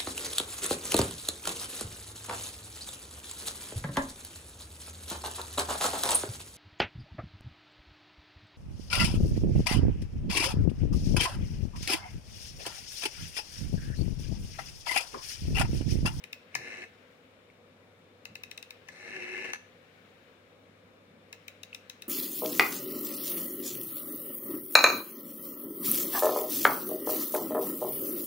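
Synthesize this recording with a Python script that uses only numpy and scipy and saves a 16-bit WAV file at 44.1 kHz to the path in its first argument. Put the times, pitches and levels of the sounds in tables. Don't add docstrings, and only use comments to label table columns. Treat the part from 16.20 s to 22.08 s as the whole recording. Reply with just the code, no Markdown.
import sys
import numpy as np
from scipy import signal
from scipy.fft import rfft, irfft
from scipy.io import wavfile

SR = 44100
rng = np.random.default_rng(int(sys.argv[2]) if len(sys.argv) > 2 else 0)


def ratio(d):
    e = np.asarray(d, float) / 20
    return 10 ** e


def waveform_to_disk(signal):
    frames = np.transpose(np.atleast_2d(signal))
    scaled = np.clip(frames, -1, 1) * 32767
    samples = np.round(scaled).astype(np.int16)
    wavfile.write(sys.argv[1], SR, samples)


N = 259308

# (f/Hz, width/Hz, then level/dB for pawl, knock, tap, gears, stop)
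CASE_MODES = [(466, 48, -40, -8.5, -54, -5.5, -8.5), (820, 69, -45, -10, -43, -10.5, -9),
              (990, 260, -15.5, -7, -11, -18, -9), (1738, 64, -4.5, 8.5, -14, 0.5, 6.5),
              (2071, 67, -1.5, 7, -25, 0.5, -16), (2268, 200, -23, -31, 8, -7.5, -1),
              (2620, 182, 5, -2.5, 19.5, -0.5, 1.5), (2716, 640, -52, -14, -7, -9.5, -19)]
# (f/Hz, width/Hz, then level/dB for pawl, knock, tap, gears, stop)
PLATE_MODES = [(3823, 220, 2.5, -18.5, -17, -21, -9.5), (4140, 301, -16.5, -20, -33, -18.5, -15),
               (5445, 420, -4, -9.5, -46, -24, -36), (6040, 158, -7.5, -10.5, -42, -20, -19),
               (6240, 335, -20, -13, -41, -25.5, -6.5), (8100, 640, -18, -31.5, -44, -32.5, -24),
               (9340, 750, -19, -31, -46, -33, -27), (10120, 510, -49, -45, -46, -35.5, -22),
               (10720, 1800, -15, -28, -54, -39.5, -24), (13470, 2500, -14.5, -23.5, -42, -54, -31),
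               (14800, 930, -14.5, -40, -51, -43, -36), (9050, 3700, -38, -28, -55, -43, -53)]


def rms_one(x):
    return x / np.sqrt(np.mean(x ** 2) + 1e-20)


def at_hz(points, hz):
    table_hz, values = np.transpose(points)
    return np.interp(np.log(hz), np.log(table_hz), values)


def drift(rate_hz):
    r = np.exp(-2 * np.pi * rate_hz * 40 / SR)
    noise = rng.standard_normal(N // 40 + 2002)
    slow = signal.lfilter([1], [1, -2 * r, r * r], noise)[2000:]
    return np.interp(np.arange(N) / 40, np.arange(len(slow)), rms_one(slow))


def resonate(x, hz, width):
    r = np.exp(-np.pi * width / SR)
    poles = [1, -2 * r * np.cos(2 * np.pi * hz / SR), r * r]
    return signal.lfilter(np.array([1, 0, -1]) * (1 - r * r) / 2, poles, x)


def widen(mid, side, alike):
    return np.sqrt(1 + alike) * mid + np.sqrt(1 - alike) * side * [[1], [-1]]


def pan(db):
    return ratio(np.array([[0.5], [-0.5]]) * db)


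def blows(events, column, contact_s, alike, gain_db, pan_db, plate, bright):
    out, size = np.zeros((2, N)), 2500
    t = np.arange(size) / SR
    contact = t / contact_s * np.exp(-t / contact_s) + 1e-12
    shiver_shape = np.exp(-t / 0.016) * (1 - np.exp(-t / 0.0015))
    for s, peak_db, snap_db, hollow_db in events:
        shared, own = rng.standard_normal((2, size))
        pair = contact * widen(shared, own, alike)
        ring = 0
        for mode in CASE_MODES + PLATE_MODES:
            hz, width = mode[:2]
            if hz < 2400:
                part_db = hollow_db
            elif hz < 3300:
                part_db = 0
            else:
                part_db = snap_db * (plate if hz < 4800 else bright)
            swing = resonate(resonate(pair, hz, 1.3 * width), hz, 2.97 * width)
            swing /= np.sqrt(np.sum(swing ** 2, axis=1, keepdims=True) / width)
            sides = pan(pan_db * np.clip(1.6 - hz / 9000, 0, 1))
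            ring = ring + sides * ratio(mode[column] + part_db + rng.standard_normal()) * swing
        ring *= ratio(peak_db + gain_db) / np.abs(ring.mean(axis=0)).max()
        shiver = resonate(rng.standard_normal((2, size)), 3000, 3500) * shiver_shape
        ring += ratio(peak_db - 19.5) * pan(0.6 * pan_db) * shiver
        at = round(s * SR)
        out[:, at:at + size] += ring[:, :N - at]
    return out


def pawl():
    # (t/s, peak level/dB, snap/dB, hollowness/dB)
    clicks = [(0.0391, -31, -5.5, -0.5), (0.1292, -29.5, -4.5, -2), (2.0537, -31, -5, 3.5),
              (2.1543, -29.5, -3, 4), (2.2354, -30, -4.5, 1), (2.3129, -31, -1.5, 2),
              (2.3767, -30.5, 1.5, -1), (2.4267, -32, -0.5, 1), (2.5062, -32.5, -1.5, 1.5),
              (5.1277, -31.5, -4, 1.5), (5.2813, -32, -0.5, -3), (5.433, -31.5, 4, 0), (5.547, -29, 3, 0),
              (5.6975, -29.5, 7, 3), (5.8214, -32.5, 5, 1)]
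    return blows(clicks, column=2, contact_s=0.00059, alike=0.54, gain_db=1.3, pan_db=9.0, plate=1.02, bright=0.8)


def gears(jitter, grit, alike, throb_db):
    # (t/s, drive level/dB on the gear train)
    runs = [
        [(0.38, -50.5), (0.402, -51.5), (0.44, -48), (0.535, -46), (0.556, -47.5), (0.644, -47.5), (0.665, -78)],
        [(2.72, -67), (2.75, -55.5), (2.8, -52.5), (2.952, -44.5), (3.06, -43.5), (3.2, -42.5), (3.236, -44),
         (3.254, -40.5), (3.318, -46.5)],
    ]
    tooth_levels = [0, -6, -5]
    t, out = np.arange(N) / SR, np.zeros((2, N))
    teeth_per_s, mesh_hz, mean_drive_db = 310, 367.6, -47
    turn = np.cumsum(teeth_per_s * (1 + jitter * drift(25)) / SR)
    tooth = turn.astype(int)
    uneven_db = 1.5 * rng.standard_normal(N)[tooth]
    strength = ratio(np.array(tooth_levels)[tooth % 3] + uneven_db + throb_db * drift(38))
    force = strength * np.exp(-(turn - tooth) * 2.6) + grit
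    shared, own = rng.standard_normal((2, N))
    pair = force * widen(shared, own, alike)
    rings = []
    for k, mode in enumerate(CASE_MODES + PLATE_MODES):
        hz, width = mode[:2]
        rings.append((-1) ** k * ratio(mode[5]) * resonate(pair, hz, width))
    rumble = rms_one(sum(rings[:3]) + ratio(-6.5) * resonate(force * shared, 281, 82))
    body = rms_one(resonate(sum(rings[3:6]), 2020, 1600))
    whine = rms_one(resonate(sum(rings[6:8]), 2730, 740))
    rattle = rms_one(sum(rings[8:]))
    mesh = rms_one(resonate(resonate(shared, mesh_hz, 28), mesh_hz, 77))
    for run, brake_db in zip(runs, (-3, 0)):
        s, drive_db = np.transpose(run)
        swing_db = np.interp(t, s, drive_db) - mean_drive_db
        gate = np.clip((t - s[0]) / 0.069 + 1, 0, 1) * np.clip((s[-1] - t) / 0.032 + 1, 0, 1)

        def layer(db, share):
            return gate * ratio(db + share * swing_db)

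        upper = layer(-48, 0.83) * body + layer(-60.5, 0.3) * rattle
        upper += layer(-52.5, 1.3) * whine
        lower = layer(-55.5, 1.2) * ratio(brake_db) * mesh + layer(-54, 0.6) * rumble
        out += upper * ratio([[4.5], [-0.6]]) + lower * pan(2.4)
    return out


def stops():
    # (t/s, peak level/dB, snap/dB, hollowness/dB)
    hits = [(0.571, -40.5, -4, 2), (0.6397, -42.5, -6, -5), (3.1775, -32, -5, 3), (3.2453, -35, -5, 7),
            (3.255, -36, -6, 2), (3.2627, -42, -13, 3), (3.274, -42, -12, 5), (3.303, -38, -10, -3),
            (3.3333, -23.5, 0.5, 1), (3.345, -36, 0, 3), (3.357, -37.5, -3, 3)]
    return blows(hits, column=6, contact_s=0.00062, alike=0.57, gain_db=1.5, pan_db=5.5, plate=0.78, bright=1.4)


def knocks():
    # (t/s, peak level/dB, snap/dB, hollowness/dB)
    hits = [
        (0.3514, -17.5, 5.5, -2.5),
        (2.6859, -34.5, 1, 1),
    ]
    return blows(hits, column=3, contact_s=0.00066, alike=0.87, gain_db=0.5, pan_db=8.0, plate=1.4, bright=0.66)


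def taps():
    # (t/s, peak level/dB, snap/dB, hollowness/dB)
    nails = [
        (0.3437, -29, 12, 14),
        (0.619, -33.5, -1, -1),
        (2.6774, -45, 20, 10),
        (5.529, -31, -1, -2),
        (1.3, -46.5, -1, 21),
    ]
    return blows(nails, column=4, contact_s=0.000305, alike=0.59, gain_db=-1.5, pan_db=5.5, plate=1.1, bright=0.4)


def narrow_dip(x):
    return x - 1.3 * resonate(x, 3310, 340)


def thumps():
    # (t/s, peak level/dB, f/Hz, t60/s)
    jolts = [
        (0.351, -51.5, 125, 0.37),
        (2.084, -51, 145, 0.31),
        (4.88, -59, 170, 1),
    ]
    out, t = np.zeros(N), np.arange(N) / SR
    shudder_s, rise_s = 0.033, 0.0014
    for s, peak_db, hz, t60 in jolts:
        boom = rms_one(resonate(resonate(rng.standard_normal(N), hz, 94), hz, 144))
        since = np.clip(t - s, 0, None)
        fall_db = -60 * np.clip(since - shudder_s, 0, None) / t60
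        out += ratio(peak_db - 5 + fall_db) * np.clip(since / rise_s, 0, 1) * boom
    return out


def room(x):
    early_t60_s, early_db = 0.094, -9
    late_t60_s, late_db, wall_cut_hz = 0.38, -14, 9000
    t = np.arange(SR) / SR
    early, late = rng.standard_normal((2, 2, SR))
    early = early * ratio(-60 * t / early_t60_s) * np.clip(t / 0.002, 0, 1) ** 2
    late = late * ratio(-60 * t / late_t60_s) * np.clip(t / 0.014, 0, 1)
    late = signal.sosfilt(signal.butter(1, wall_cut_hz, fs=SR, output="sos"), late)
    tail = (ratio(early_db) * rms_one(early) + ratio(late_db) * rms_one(late)) / np.sqrt(SR)
    return signal.fftconvolve(x[None], tail)[:, :N]


def busy_lift_db():
    # (from t/s, to t/s)
    busy = [
        (0, 0.91),
        (2.2, 4.06),
        (5.2, 5.88),
    ]
    t = np.arange(N) / SR
    rise_s, fall_s = 0.12, 0.17
    stirs = []
    for start, end in busy:
        away = np.clip(start - t, 0, None) / rise_s + np.clip(t - end, 0, None) / fall_s
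        stirs.append(np.exp(-away))
    return -0.5 + 4 * np.max(stirs, axis=0)


def room_noise(patchy_db):
    # (f/Hz, level/dB per Hz)
    air = [(18, -52), (30, 15.5), (70, -21), (91, -5.5), (125, -15.5), (163, -4), (255, -6.5), (432, -8),
           (480, -4), (858, -16), (1120, -11.5), (2470, -19), (5030, -34.5), (13700, -47), (16500, -17)]
    # (f/Hz, width/Hz, level/dB)
    fan_peaks = [(260.3, 24, -1), (489, 48, 2), (2280, 187, -11.5), (3530, 83, -12)]
    # (f/Hz, rms level/dB)
    mains = [(100, -72.5)]
    # (f/Hz, correlation)
    likeness = [(60, 0.62), (180, 1), (550, 0.64), (1650, -0.25), (4970, -0.81), (15000, 0.058)]
    # (f/Hz, level/dB left over right)
    balance = [(60, -5.5), (240, 0.5), (950, 1), (3770, 15), (15000, -3)]
    out, edges = 0, 28 * 2 ** np.arange(0, 9.4, 0.4)
    white = rng.standard_normal((2, 2, N))
    t = np.arange(N) / SR
    hiss_db = busy_lift_db()
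    for k, (low, high) in enumerate(zip(edges, edges[1:])):
        band = signal.butter(2, [low, high], "band", fs=SR, output="sos")
        mid, side = signal.sosfilt(band, white[k % 2])
        hz = np.sqrt(low * high)
        alike = np.clip(at_hz(likeness, hz), -1, 1)
        level_db = at_hz(air, hz) + patchy_db * drift(9.6) + hiss_db * (hz > 1400)
        out = out + ratio(level_db) * pan(at_hz(balance, hz)) * widen(mid, side, alike)
    mid, side = rng.standard_normal((2, N))
    fan = (mid + 0.29 * side * [[1], [-1]]) * pan(3)
    for hz, width, db in fan_peaks:
        out = out + ratio(db) * resonate(fan, hz, width)
    out = signal.sosfilt(signal.butter(4, 60, "high", fs=SR, output="sos"), out)
    hum = 0
    for hz, db in mains:
        hum = hum + ratio(db + 3.5 + 2 * drift(1.5)) * np.sin(2 * np.pi * hz * t + 0.31 * drift(9))
    return ratio(-58) * rms_one(out) + hum


def scene():
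    phone = pawl() + gears(jitter=0.02, grit=0.14, alike=0.46, throb_db=1.4) + stops() + knocks() + taps()
    phone = narrow_dip(phone)
    return phone + room(phone.mean(axis=0)) + thumps() + room_noise(patchy_db=1.0)


def low_pass(x):
    return signal.sosfilt(signal.butter(12, 16940, fs=SR, output="sos"), x)


def record(dry):
    left_lag_s, spread_s, cutoff_hz = 0.0001, 0.0013, 15850
    hz = np.arange(N // 2 + 1) * SR / N
    lag = spread_s * (2500 - hz / 2) / 12000 + left_lag_s * np.array([[1], [0]])
    ends_db = -30 * np.clip(1 - hz / 70, 0, 1) - 22 * np.clip((hz - cutoff_hz) / 120, 0, 1)
    mix = irfft(rfft(dry) * ratio(ends_db) * np.exp(-2j * np.pi * hz * lag), N)
    return low_pass(mix)


dry = scene()
out = record(dry)
waveform_to_disk(out)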